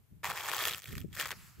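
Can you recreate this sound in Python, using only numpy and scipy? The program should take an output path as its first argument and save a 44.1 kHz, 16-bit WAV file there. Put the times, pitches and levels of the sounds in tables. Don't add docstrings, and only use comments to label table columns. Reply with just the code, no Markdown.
import sys
import numpy as np
from scipy import signal
from scipy.fft import rfft, irfft
from scipy.io import wavfile
from scipy.ndimage import uniform_filter1d

SR = 44100
rng = np.random.default_rng(int(sys.argv[2]) if len(sys.argv) > 2 else 0)


def output_pcm(signal):
    pcm = np.clip(np.atleast_2d(signal).T, -1, 1) * 32767
    wavfile.write(sys.argv[1], SR, np.round(pcm).astype(np.int16))


def invert_db(level):
    return 10 ** (np.asarray(level, dtype=float) / 20)


N = 70560


def rms_one(x):
    return x / np.sqrt(np.mean(x ** 2) + 1e-20)


def in_time(rows):
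    time_s, *columns = np.transpose(rows)
    return [np.interp(np.arange(N) / SR, time_s, column) for column in columns]


def at_hz(points, hz):
    point_hz, point_db = np.transpose(points)
    return np.interp(np.log(hz), np.log(point_hz), point_db)


def drift(rate_hz):
    r = np.exp(-2 * np.pi * rate_hz / SR)
    wander = signal.lfilter([1], [1, -2 * r, r * r], rng.standard_normal(N + SR))
    return rms_one(wander[SR:])


def fade(x, decay_s):
    return signal.lfilter([1], [1, -np.exp(-1 / (decay_s * SR))], x + 1e-18)


def resonate(x, hz, width_hz):
    r = np.exp(-np.pi * width_hz / SR)
    zeros = (1 - r * r) / 2 * np.array([1, 0, -1])
    return signal.lfilter(zeros, [1, -2 * r * np.cos(2 * np.pi * hz / SR), r * r], x)


def highpass(x, cutoff_hz):
    return signal.sosfilt(signal.butter(4, cutoff_hz, "high", fs=SR, output="sos"), x)


def coloured(spectrum):
    hz = np.maximum(np.arange(N // 2 + 1) * SR / N, 1)
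    return rms_one(irfft(rfft(rng.standard_normal((2, N))) * invert_db(at_hz(spectrum, hz)), N))


def ports(mid, side):
    return np.array([mid + side, mid - side])


def narrow(side):
    return signal.sosfilt(signal.ellip(8, 1, 60, 7500, fs=SR, output="sos"), side)


# freq_hz, density_db_per_hz
HUSH_SPECTRUM = [(240, -17), (410, -16), (598, -21.5), (2510, -26), (5430, -32), (15000, -24), (16000, -68)]


def hush():
    mid, side = coloured([(100, -61)] + list(HUSH_SPECTRUM))
    return invert_db(-77) * ports(mid, narrow(side))


# freq_hz, density_db_per_hz
WIND_SPECTRUM = [(20, -22), (50, -16), (85, -1), (105, -3), (135, -3), (200, -10), (400, -21), (800, -51.5)]
# time_s, level_db, left_minus_right_db
GUSTS = [(0, -60, 0), (.09, -69.5, 11), (.125, -50, 5), (.2, -58, 2.5), (.3, -49.5, -10.5),
         (.37, -57.5, 0.5), (.6, -58, -10.5), (.72, -50, 1.5), (.83, -65, -4), (.9, -43.5, -2),
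         (.965, -41, -0.5), (1.03, -46, -9.5), (1.05, -37, 4), (1.07, -47, -2), (1.17, -52, 4),
         (1.4, -53.5, -2), (1.56, -59.5, -2.5), (1.59, -47, -6.5)]


def wind():
    LUMPY_DB, ALIKE, BRIGHTENS_DB_PER_DB = 4, 0.092, 0.84
    level_db, pan_db = in_time(GUSTS)
    a, b = coloured([(8, -66)] + list(WIND_SPECTRUM) + [(1500, -100)])
    lumps = invert_db(LUMPY_DB * np.array([drift(30), drift(25)]))
    pair = rms_one(lumps * ports(np.sqrt(1 + ALIKE) * a, np.sqrt(1 - ALIKE) * b))

    power = uniform_filter1d(pair ** 2, size=SR // 25)
    pair = pair / np.sqrt(uniform_filter1d(power, size=SR // 25))

    dull = signal.sosfiltfilt(signal.butter(2, 170, fs=SR, output="sos"), pair)
    pair = dull + (pair - dull) * invert_db(BRIGHTENS_DB_PER_DB * (level_db + 43.5))
    return invert_db(level_db + np.array([pan_db, -pan_db]) / 2) * pair


# time_s, level_db
SLIDE_LEVEL = [
    (1.335, -59),
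    (1.37, -57.5),
    (1.48, -60),
    (1.53, -64.5),
    (1.6, -67),
]
# freq_hz, width_hz, level_db
SLIDE_BANDS = [(1220, 660, -1), (2500, 1270, -3.5), (4500, 1500, -4), (7630, 1550, -6.5),
               (10560, 1700, -7.5), (14000, 3300, -9)]


def slide():
    level_db, = in_time([(0, -130), (SLIDE_LEVEL[0][0] - .02, -90)] + list(SLIDE_LEVEL))
    friction = rng.standard_normal((2, N))
    rubbed = np.zeros((2, N))
    for k, (hz, width_hz, band_db) in enumerate(SLIDE_BANDS):
        rubbed += (-1) ** k * invert_db(band_db + drift(6.7)) * resonate(friction, hz, width_hz)
    mid, side = rms_one(rubbed)
    return invert_db(level_db) * ports(mid, invert_db(-4.5) * narrow(side))


# freq_hz, side_minus_mid_db
PORT_DIFFERENCE = [(300, -9), (1000, -15), (2000, -14), (4000, -3), (8000, -6), (14000, -6.5)]


def side_gain(hz):
    return invert_db(at_hz(PORT_DIFFERENCE, hz))


def cracks(time_s, peak_db, pitch_hz):
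    CRACK_DB, CYCLES, LEAST_S = -5, .5, .00007
    steps = np.arange(SR // 200)
    t, hz = steps / SR, pitch_hz[:, None]
    age = t / np.maximum(CYCLES / hz, LEAST_S)
    pulse = np.sin(2 * np.pi * hz * t) * age * np.exp(1 - age)
    index = (time_s * SR).astype(int)[:, None] + steps - 8
    out = np.zeros((2, N))
    for row, gain in zip(out, [1, side_gain(pitch_hz)]):
        size = gain * invert_db(peak_db + CRACK_DB) * rng.choice([-1, 1], len(time_s))
        np.add.at(row, index, size[:, None] * pulse)
    return highpass(out + 1e-18, 1050)


# time_s, peak_db, pitch_hz (favoured region)
FIRST_TEARS = [(0.2343, -39, 2080), (0.2391, -29, 1890), (0.2442, -18, 1890), (0.2539, -20, 1890),
               (0.26, -26, 1890), (0.2656, -27, 2080), (0.2773, -25, 1290), (0.2934, -31, 1170),
               (0.3011, -24, 1560), (0.3033, -28, 1890), (0.3098, -26, 1890), (0.3151, -28, 1560),
               (0.3172, -24, 1420), (0.3308, -30, 2080), (0.3369, -33, 1170), (0.3561, -31, 1560),
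               (0.3585, -27, 1720), (0.3643, -28, 1890), (0.3697, -26, 2080), (0.3747, -26, 2280),
               (0.3832, -29, 2080), (0.3886, -27, 2280), (0.3959, -29, 1170), (0.3989, -27, 2080),
               (0.4021, -28, 2280), (0.4071, -30, 2770), (0.4106, -29, 1890), (0.4187, -30, 2080),
               (0.4278, -32, 1890), (0.4392, -31, 1290), (0.4464, -26, 2080), (0.4499, -31, 2280),
               (0.4582, -25, 1890), (0.4713, -27, 2280)]
DEEP_TEARS = [(0.4802, -26, 1890), (0.4861, -22, 1290), (0.4949, -26, 1890), (0.4994, -26, 1290),
              (0.5088, -30, 1290), (0.5159, -22, 3350), (0.5241, -26, 1290), (0.5275, -26, 1560),
              (0.5315, -22, 3350), (0.5351, -18, 1420), (0.5463, -21, 6530), (0.5519, -29, 1420),
              (0.5557, -31, 1890), (0.5641, -29, 1890), (0.5668, -21, 12730), (0.5739, -28, 3350),
              (0.5814, -21, 3350), (0.59, -21, 3040), (0.6006, -24, 1290), (0.6053, -22, 1890),
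              (0.6098, -21, 3350), (0.6149, -20, 2770), (0.6227, -24, 3350), (0.6319, -23, 1560),
              (0.6393, -17, 3350), (0.6429, -26, 1560), (0.6536, -13, 3040), (0.6649, -25, 1720),
              (0.6716, -20, 1890), (0.6749, -24, 1560), (0.683, -18, 3040), (0.6868, -24, 3040),
              (0.692, -27, 7180), (0.6948, -25, 3350), (0.6977, -24, 3040), (0.703, -31, 3350)]
SLOW_TEARS = [(0.7101, -21, 3040), (0.7191, -25, 3350), (0.7271, -24, 3040), (0.7351, -21, 3350),
              (0.7466, -21, 2770), (0.757, -34, 12730), (0.7595, -30, 9560), (0.7641, -35, 2770),
              (0.7744, -30, 11570), (0.7816, -29, 14000), (0.7918, -34, 7900), (0.7953, -44, 2280),
              (0.7997, -37, 6530), (0.8083, -49, 7900), (0.8204, -33, 7180), (0.8305, -39, 10520),
              (0.8341, -36, 3350), (0.8419, -31, 3350), (0.8574, -32, 2080), (0.8732, -38, 14000),
              (0.8757, -38, 1720), (0.8811, -37, 7900), (0.8892, -36, 12730), (0.9063, -37, 1560),
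              (0.9224, -31, 14000), (0.9282, -34, 2080), (0.9368, -39, 1420), (0.9536, -29, 2080),
              (0.9616, -41, 14000), (0.9688, -39, 2510), (0.9798, -29, 1720), (0.9846, -42, 7180),
              (1.0047, -35, 14000), (1.0148, -37, 3040), (1.0224, -45, 2770), (1.0336, -49, 12730)]
LAST_TEARS = [(1.1212, -51, 7180), (1.1273, -47, 1720), (1.1298, -37, 3040), (1.1347, -41, 3040),
              (1.1392, -39, 1560), (1.1451, -47, 3040), (1.1498, -36, 1720), (1.1534, -32, 12730),
              (1.1658, -29, 1560), (1.1714, -28, 1720), (1.1786, -30, 1720), (1.1866, -29, 1560),
              (1.1928, -24, 1560), (1.199, -19, 2770), (1.2044, -22, 3350), (1.2114, -18, 1720),
              (1.2279, -26, 1720), (1.2304, -30, 1560), (1.2349, -27, 1890), (1.2406, -30, 3680),
              (1.2475, -27, 1890), (1.2566, -20, 1720), (1.2603, -23, 1560), (1.264, -34, 11570),
              (1.271, -28, 12730), (1.2831, -31, 1720), (1.2884, -31, 1890), (1.2919, -31, 1420),
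              (1.295, -41, 1720), (1.2999, -40, 1420), (1.3067, -21, 1720), (1.3112, -31, 1890),
              (1.3152, -25, 3350), (1.3178, -21, 1890), (1.3223, -30, 1890), (1.3274, -28, 1890),
              (1.3319, -40, 1890), (1.3366, -43, 1720)]
DOUBLE_TEARS = [
    (0.2995, -21, 11000),
    (0.682, -17, 9000),
    (0.9816, -29, 4000),
]


def large_tears():
    tables = (FIRST_TEARS, DEEP_TEARS, SLOW_TEARS, LAST_TEARS, DOUBLE_TEARS)
    return np.transpose([row for table in tables for row in table])


# time_s, level_db, tilt_db_per_octave, card_coupling_db
STROKES = [
    [(.232, -42, -2, 10), (.241, -38.5, 1, 12), (.32, -37.5, 0.5, 11.5), (.345, -39.5, 0.5, 10.5),
     (.37, -40.5, 1.5, 9), (.44, -39.5, 1.5, 12.5), (.48, -35, 1.5, 11), (.615, -32.5, 1, 7),
     (.685, -31.5, 2, 3)],
    [(.7, -36.5, 1, 1), (.74, -38.5, 1.5, 1), (.79, -49, 3, 3.5), (.815, -58.5, 3, -2), (.88, -46.5, 2, -4),
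     (.94, -52.5, 1.5, -8), (.965, -51.5, 3.5, -11), (1.02, -57.5, 1.5, -9), (1.07, -72, 4.5, -12)],
    [(1.11, -66, 1, 3), (1.15, -49, 4, 0), (1.19, -35.5, 0, -14), (1.205, -31.5, 2.5, 5),
     (1.24, -35, 0, -2), (1.3, -54, 3.5, 10.5), (1.316, -38, 2, 11), (1.335, -51, -3, -17)],
]


def stroke_curves():
    before = [(0, -120, -6, -1), (STROKES[0][0][0] - .004, -90, 0, 0)]
    after = [(STROKES[-1][-1][0] + .06, -100, 0, 0)]
    return in_time(before + [row for stroke in STROKES for row in stroke] + after)


# freq_hz, width_hz, level_db
BODY = [(325, 127, -4.5), (500, 504, -1.5), (855, 144, -3), (1115, 157, -3.5), (1275, 166, 1),
        (1810, 94, 6.5), (2370, 520, -3), (3317, 307, 0), (4350, 2170, -10), (7670, 1870, -7.5),
        (8990, 2900, -12), (14030, 4800, -7.5), (15040, 4400, -12.5)]


def knife():
    SMALL_PER_S, SMALL_DB, SMALL_SPREAD_DB = 500, -7, 2.0
    TEAR_DB, SNAP_DB, COLOUR_DB, GRIT_DB = -7.5, 16, 1.5, 4.5
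    FOCUS_DB, FOCUS_OCTAVES = 5, 0.35
    BURST_S, RISE_S = .0008, .0001
    RASP_DB, RASP_PATCHY_DB = -5.5, 3
    CARD_ABOVE_HZ, CARD_BELOW_HZ = 650, 1200
    level_db, tilt_db, card_db = stroke_curves()
    time_s, peak_db, pitch_hz = large_tears()

    small = np.flatnonzero(rng.random(N) < SMALL_PER_S / SR)
    excess = np.minimum(rng.exponential(1, N), 3)[small]
    small_db = level_db[small] + SMALL_DB + SMALL_SPREAD_DB * excess
    at = np.r_[small, (time_s * SR).astype(int)]
    luck = rng.standard_normal((N, len(BODY)))[np.r_[small, np.arange(len(time_s))]]

    grit = rng.standard_normal((2, N))
    grit = rms_one(grit * invert_db(GRIT_DB * rng.standard_normal(N)))
    fine = rng.standard_normal((2, N))
    together = drift(77)

    out = cracks(time_s, peak_db, pitch_hz)
    signs = np.array([np.ones(N), np.sign(drift(270))])
    for k, (hz, width_hz, body_db) in enumerate(BODY):
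        octaves = np.log2(hz / pitch_hz)
        focus_db = FOCUS_DB * (np.exp(-(octaves / FOCUS_OCTAVES) ** 2) - .5)
        clicks = np.zeros(N)
        tear_db = np.r_[small_db, peak_db + TEAR_DB + focus_db]
        np.add.at(clicks, at, invert_db(tear_db + COLOUR_DB * luck[:, k]))
        bursts = fade(clicks, BURST_S) - fade(clicks, RISE_S)
        rasp = invert_db(level_db + RASP_DB + RASP_PATCHY_DB * (together + 0.91 * drift(76)))

        on_card = CARD_ABOVE_HZ < hz < CARD_BELOW_HZ
        gain = invert_db(body_db + 4.5 + tilt_db * np.log2(hz / 2000) + card_db * on_card)
        drive = invert_db(SNAP_DB) * clicks * signs + bursts * grit + rasp * fine
        rung = resonate(gain * drive, hz, width_hz)
        if hz > CARD_BELOW_HZ:
            rung = highpass(rung, CARD_BELOW_HZ)
        out = out + (-1) ** k * rung * np.array([[1], [side_gain(hz)]])

    lead = .45 * np.gradient(signal.lfilter([.4], [1, -.6], out[0]))
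    return ports(out[0], out[1] + lead)


def scene():
    return knife() + slide() + wind() + hush()


def roll_off(x):
    return signal.sosfilt(signal.butter(12, 16540, fs=SR, output="sos"), x)


def record(dry):
    mix = signal.sosfilt(signal.ellip(12, .5, 70, 15750, fs=SR, output="sos"), dry)
    return roll_off(mix)


dry = scene()
out = record(dry)
output_pcm(out)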